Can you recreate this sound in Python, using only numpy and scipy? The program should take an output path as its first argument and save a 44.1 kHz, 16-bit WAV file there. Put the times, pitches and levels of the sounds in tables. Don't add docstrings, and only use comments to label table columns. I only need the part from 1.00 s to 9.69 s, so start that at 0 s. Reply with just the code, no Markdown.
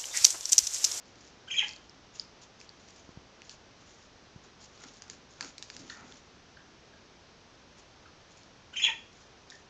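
import sys
import numpy as np
from scipy import signal
from scipy.fft import rfft, irfft, next_fast_len
from scipy.io import wavfile
from scipy.ndimage import uniform_filter1d

SR = 44100
rng = np.random.default_rng(int(sys.argv[2]) if len(sys.argv) > 2 else 0)


def store_pcm(level_fs):
    pcm = np.round(np.clip(level_fs, -1, 1) * 32767).astype(np.int16)
    wavfile.write(sys.argv[1], SR, np.atleast_2d(pcm).T)


N = 383229
TIME = np.arange(N) / SR


def from_db(db):
    return 10 ** (np.asarray(db) / 20)


def rms_one(x):
    return x / np.sqrt(np.mean(x ** 2) + 1e-20)


def peak_one(x):
    return x / np.abs(x).max()


def at_hz(points, hz):
    f, db = np.transpose(points)
    return np.interp(np.log(np.maximum(hz, 1)), np.log(f), db)


def colour(x, points):
    size = next_fast_len(len(x))
    hz = np.maximum(np.fft.rfftfreq(size, 1 / SR), 1)
    low_end = np.minimum(hz / points[0][0], 1) ** 2
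    high_end = np.minimum(points[-1][0] / hz, 1) ** 2
    gain = from_db(at_hz(points, hz)) * low_end * high_end
    return rms_one(irfft(rfft(x, size) * gain, size)[:len(x)])


def low_cut(x, hz):
    return signal.sosfilt(signal.butter(2, hz, "high", fs=SR, output="sos"), x + 1e-18)


def drift(t, rate):
    knots = rng.standard_normal(4096)
    return np.interp((t - t[0]) * rate % 4095, np.arange(4096), knots)


def add(out, s, x):
    i = max(round(s * SR), 0)
    out[i:i + len(x)] += x[:N - i]


def dying(t, t60):
    return np.exp(-np.log(1000) * t / max(t60, 1e-4))


def mode(t, hz, t60):
    return np.sin(2 * np.pi * hz * t) * dying(t, t60)


def swells(rows, rise_share):
    power, rise = 0, np.clip(rise_share, .1, .5)
    for s, length, db in rows:
        width = 2 * length * np.where(TIME < s, rise, 1 - rise)
        power = power + from_db(db) ** 2 * np.exp(-np.pi * np.minimum(((TIME - s) / width) ** 2, 10))
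    return np.sqrt(power)


def grains(per_s, spread_db, clump_db):
    born = rng.random(N) < per_s / SR
    uneven_db = spread_db * np.minimum(rng.exponential(1, N), 4)
    sizes = from_db(uneven_db + clump_db * drift(TIME, 70))
    return born * sizes * rng.choice([-1, 1], N)


def room(x, echo_db, tail_db, t60=.37, build_s=.012):
    # delay in seconds, level in dB relative to echo_db.
    echoes = [(.0052, -26), (0.0101, -11), (.019, -7.5), (.037, -24.5), (0.052, -13)]
    t = np.arange(SR * 3 // 4) / SR
    tail = rng.standard_normal(len(t)) * dying(t, t60) * (1 - np.exp(-t / build_s))
    response = from_db(tail_db) * tail / np.sqrt(np.sum(tail ** 2))
    for delay, db in echoes:
        response[round(delay * SR)] += from_db(db + echo_db)
    return x + signal.fftconvolve(x, response)[:N]


def room_air(level_db=-57):
    # frequency in Hz, relative level in dB per Hz.
    air_spectrum = [(12, -51.5), (20, -10.5), (70, -2.5), (122, -4), (175, -4.5), (250, -4.5), (291, -6),
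                    (438, -6), (485, -7.5), (610, -8), (990, -10.5), (1690, -13), (1920, -14.5),
                    (6060, -17), (8880, -38.5), (11500, -81), (19500, -120)]
    return from_db(level_db) * colour(rng.standard_normal(N), air_spectrum)


def rubbing_gain():
    # strongest moment in seconds, length in seconds, relative level in dB.
    bouts = [(.06, .06, -61), (.22, .1, -60), (.66, .1, -53.5), (1.15, .035, -52.5), (1.195, .04, -55),
             (1.422, .022, -52), (1.608, .033, -57), (1.86, .19, -61), (2.455, .025, -55),
             (2.505, .033, -52), (2.854, .16, -60.5), (3.441, .025, -57.5), (3.62, .07, -58.5),
             (3.83, .2, -57.5), (4.11, .035, -54), (4.32, .06, -60), (4.425, 0.056, -48), (4.72, .26, -58),
             (4.906, .033, -48.5), (5.08, .1, -58), (6.786, .05, -61), (7.312, .015, -56.5),
             (7.38, .06, -62), (8.16, .08, -60.5), (8.52, 0.067, -61)]
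    return swells(bouts, rise_share=0.23)


def rustle(rubbing, swish_db=-1.0, strokes_per_s=45, stroke_swing_db=1.6):
    # frequency in Hz, level in dB.
    swish = [(1000, -22), (2000, -11.5), (3300, -4.5), (4800, -5), (7000, 1), (8000, -22), (9000, -18)]
    strokes = from_db(swish_db + stroke_swing_db * drift(TIME, strokes_per_s))
    return rubbing * strokes * colour(grains(per_s=2400, spread_db=2.5, clump_db=3.5), swish)


def small_ticks(rubbing, count=64, level_db=-46, spread_db=1.6, pop_hz=5180, dull_db=-13, pop_db=-11):
    chance, scatter = rng.random(count), rng.standard_normal((count, 2))
    times = np.searchsorted(np.cumsum(rubbing) / rubbing.sum(), chance) / SR
    return [(s, level_db + spread_db * size, pop_hz * 2 ** (.25 * tune), dull_db, pop_db)
            for s, (size, tune) in zip(times, scatter)]


def ticks(rubbing, tub_db=-3, crumple_db=-25, crumple_t60=0.17, pop_s=0.00051, lowest_hz=650):
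    # start in seconds, level in dB, frequency in Hz
    # from which the pop rises, relative level of the tub in dB, pop over crack in dB.
    main_ticks = [(.683, -29, 2450, -19, -8), (.6914, -28.5, 5100, -10, -3), (.7104, -38, 4500, -12, 3),
                  (.7342, -36, 4380, -17, 4), (.7622, -37, 4100, -22, 7), (.8952, -39.5, 5040, -22, 7),
                  (1.1967, -21, 4720, -42, 21), (1.6025, -40, 4740, -10, -4), (1.613, -36.5, 2450, -10, -1),
                  (1.6921, -35.5, 4330, -25, 7), (2.4187, -37, 2650, -5, -2),
                  (2.4949, -28.5, 5370, -30, -6), (2.5192, -41, 5000, -20, -8),
                  (3.8382, -35, 5230, -6, -13), (4.021, -32, 6560, -8, -12), (4.099, -26.5, 6550, -9, -3.5),
                  (4.4087, -19.5, 4560, -4, -22), (4.4262, -30, 5130, -27, -14),
                  (4.4466, -31, 6300, -8, -7), (4.5811, -26.5, 4100, -20, -9),
                  (4.6253, -23.5, 3600, -12, -9), (4.7009, -27, 4000, -4, -16.5),
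                  (4.7653, -29.5, 6830, -9, -7), (4.899, -31, 4050, -21, 11), (5.1227, -37.5, 3260, -2, 1),
                  (8.5014, -35, 3520, -24, 0), (8.5074, -37, 5230, -17, 4)]
    # frequency in Hz, level in dB.
    crack_colour = [(1500, -13), (2600, 1.5), (3500, -8), (4600, 7.5), (7000, 1), (8500, -14)]
    # frequency in Hz, level in dB, time to lose 60 dB in seconds.
    tub_modes = [(890, 3, .014), (1430, -13, 0.011), (1670, 12, 0.012), (2140, 7, 0.014)]
    out, t = np.zeros(N), np.arange(SR // 10) / SR
    for s, db, hz, dull_db, ring_db in list(main_ticks) + small_ticks(rubbing):
        crack = peak_one(colour(rng.standard_normal(len(t)), crack_colour) * dying(t, .007))
        pop_swell = t / pop_s * np.exp(1 - t / pop_s)
        pop = np.sin(2 * np.pi * hz * t * (1 + 25 * t)) * pop_swell
        tub = 0
        for mode_hz, mode_db, t60 in tub_modes:
            mode_gain = from_db(mode_db + rng.normal(0, 1.8)) * rng.choice([-1, 1])
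            tub = tub + mode_gain * mode(t, mode_hz * rng.uniform(0.98, 1.05), t60)
        crackle = rng.standard_normal(len(t)) ** 3
        crumple = colour(crackle, crack_colour) * dying(t, crumple_t60)
        hit = peak_one(crack + from_db(ring_db) * pop + from_db(tub_db + dull_db) * peak_one(tub))
        settling = from_db(crumple_db) * crumple / np.hypot(1, from_db(ring_db))
        add(out, s, from_db(db) * (hit + settling))
    return low_cut(out, lowest_hz)


def syrinx(t, pitch, buzz, doubling, slope_db, buzz_ratio=.2, throb=0.55, hiss_db=-12):
    # frequency in Hz, level in dB.
    throat = [(900, -6.5), (1500, -11.5), (2400, 6.5), (3300, 1.5), (3750, -10), (4500, -19.5), (5300, -4),
              (5750, -16), (6300, -5.5), (6950, -3.5), (8000, -22.5)]
    shake = 2 * np.pi * np.cumsum(buzz_ratio * pitch * (1 + .15 * drift(t, 350))) / SR
    waver = .026 * drift(t, 150) + .045 * buzz * drift(t, 900)
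    hz = pitch * (1 + .13 * buzz * np.sin(shake) + waver)
    phase = 2 * np.pi * np.cumsum(hz) / SR
    source = from_db(hiss_db) * rng.standard_normal(len(t))
    for k in range(1, 4):
        octave_below = doubling * np.sin((k - .5) * phase)
        source = source + from_db(slope_db * np.log2(k)) * (np.sin(k * phase) + octave_below)
    tone = colour(source, throat)
    tone = tone / np.sqrt(uniform_filter1d(tone ** 2, size=180) + 1e-9)
    depth = np.clip(buzz * throb, 0, 1)
    return tone * (1 + depth * np.cos(shake + 0.28)) / np.sqrt(1 + depth ** 2 / 2)


def chirps(most_buzz=0.89, slack_buzz=0.52, slack_doubling=1.2):
    # start in seconds, level in dB added to the course, swell towards its end in dB,
    # depth of its pitch dips (1 = usual), buzz of its high notes (0 to 1),
    # pitch lift at the pushes in Hz, width of a push in seconds.
    chirp_rows = [(.472, -0.86, -1, 1.04, 0.09, -110, 0.0023), (7.7275, -1.5, 5, .94, 0.3, 109.5, 0.0018)]
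    # seconds from its start, pitch in Hz at usual depth before the lift,
    # relative level in dB before the pushes.
    chirp_shape = [(0, 2556, -59.5), (.013, 3097, -42), (.026, 2852, -52), (0.036, 2304, -37),
                   (.043, 3202, -31), (.065, 3046, -38.5), (0.071, 2374, -33), (.09, 2566, -39.5),
                   (.094, 3292, -33), (.121, 3211, -24.5), (.127, 2786, -31), (.152, 2350, -31.5),
                   (.158, 1771, -37.5), (.18, 1697, -42)]
    taut_hz, buzz_per_hz = 3185, 0.00079
    slack_hz, slack_range_hz = 2310, 428
    start_doubling, settle_s = 10, 0.0096
    push_s, push_gap_s, push_db, lift_s = .1138, 0.008, 8, 0.01217
    strain_buzz, strain_from_s, strain_rise_s = 0.44, .102, 0.0024
    clear_slope_db, dull_slope_db, brighten_s = -1.5, -10.5, .04
    release_s = .007

    out = np.zeros(N)
    s, *columns = np.transpose(chirp_shape)
    t = np.arange(0, s.max(), 1 / SR)
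    course_hz, course_db = [np.interp(t, np.sort(s), c) for c in columns]
    strain = np.clip((t - strain_from_s) / strain_rise_s, 0, 1)
    clearness = np.minimum(t / brighten_s, 1) * (1 - strain)
    slope_db = dull_slope_db + (clear_slope_db - dull_slope_db) * clearness
    bend = np.exp(-((t - push_s - push_gap_s / 2) / lift_s) ** 2)
    release = np.minimum((t[-1] - t) / release_s, 1)
    for start, db, swell_db, depth, high_buzz, lift_hz, width in chirp_rows:
        pushes = sum(np.exp(-((t - push_s - k * push_gap_s) / width) ** 2) for k in range(2))
        pitch = taut_hz + depth * (course_hz - taut_hz) + lift_hz * bend
        slack = np.clip((slack_hz - pitch) / slack_range_hz, 0, 1)
        buzz = high_buzz + strain_buzz * strain * (1 - pushes) + buzz_per_hz * (taut_hz - pitch)
        buzz = np.clip(buzz, 0, most_buzz) * (1 - slack) + slack_buzz * slack
        doubling = slack_doubling * slack ** 2 + start_doubling * np.exp(-t / settle_s)
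        gain = release * from_db(db + course_db + swell_db * t / t[-1] + push_db * pushes)
        add(out, start, gain * syrinx(t, pitch, buzz, doubling, slope_db))
    return out


def bumps(lowest_hz=70):
    # start in seconds, level in dB, frequency in Hz, time to lose 60 dB in seconds.
    knocks = [(2.091, -37, 263, 0.0073), (2.173, -33, 137, 0.012), (3.36, -35, 137, 0.016)]
    out, t = np.zeros(N), np.arange(SR // 10) / SR
    for s, db, hz, t60 in knocks:
        add(out, s, from_db(db) * peak_one(mode(t, hz, t60)))
    return low_cut(out, lowest_hz)


def wing_shake(scuff_db=-1):
    # strongest moment in seconds, length in seconds, whirr in dB,
    # scuffing on the tub in dB relative to scuff_db.
    shakes = [(3.844, 0.061, -60, -58), (4.102, 0.12, -63, -66), (4.44, 0.049, -53, -50),
              (4.81, 0.1, -54.5, -62), (5.02, 0.14, -57, -55)]
    # frequency in Hz, level in dB.
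    whirr_colour = [(150, -11.5), (225, -10), (268, -4), (310, -9), (420, -16)]
    # frequency in Hz, level in dB.
    scuff_colour = [(800, -5.5), (1200, -7), (1400, 0), (1700, -11.5), (2300, -8.5), (3500, -28)]
    beating = swells([(s, length, db) for s, length, db, _ in shakes], rise_share=0.33)
    scuffing = swells([(s, length, db) for s, length, _, db in shakes], rise_share=0.5)
    whirr = beating * colour(rng.standard_normal(N), whirr_colour)
    slips = grains(per_s=4000, spread_db=2.0, clump_db=1.5)
    return whirr + from_db(scuff_db) * scuffing * colour(slips, scuff_colour)


def chucks(rough=0.09, overtone_db=-13):
    # start in seconds, middle pitch in Hz, level in dB,
    # length in seconds, fall of the pitch as a share.
    chuck_rows = [(4.897, 1560, -41, 0.0105, .26), (5.568, 1620, -50, .0094, 0.26),
                  (5.932, 1630, -56.5, 0.011, .23), (7.053, 1477, -54.5, 0.0166, 0.22),
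                  (8.517, 1760, -48, 0.0098, 0.11)]
    out = np.zeros(N)
    for s, hz, db, length, fall in chuck_rows:
        t = np.arange(0, length, 1 / SR)
        pitch = hz * (1 + fall * (.5 - t / length) + rough * drift(t, 750))
        phase = 2 * np.pi * np.cumsum(pitch) / SR
        note = np.sin(phase) + from_db(overtone_db) * (np.sin(2 * phase) + np.sin(3 * phase))
        add(out, s, from_db(db) * np.sin(np.pi * t / length) * rms_one(note))
    return out


def scene():
    voice = room(chirps(), echo_db=0.5, tail_db=-8.5) + room(chucks(), echo_db=-4.5, tail_db=-1.5)
    rubbing = rubbing_gain()
    bathing = ticks(rubbing) + rustle(rubbing) + wing_shake()
    bathing = room(bathing, echo_db=-16, tail_db=-17)
    return (voice + bathing + bumps() + room_air())[None]


def record(dry, soft_top_hz=7600, cutoff_hz=8900):
    soft = signal.sosfilt(signal.butter(8, soft_top_hz, fs=SR, output="sos"), dry)
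    return signal.sosfilt(signal.ellip(10, .2, 80, cutoff_hz, fs=SR, output="sos"), soft)


dry = scene()
out = record(dry)
store_pcm(out)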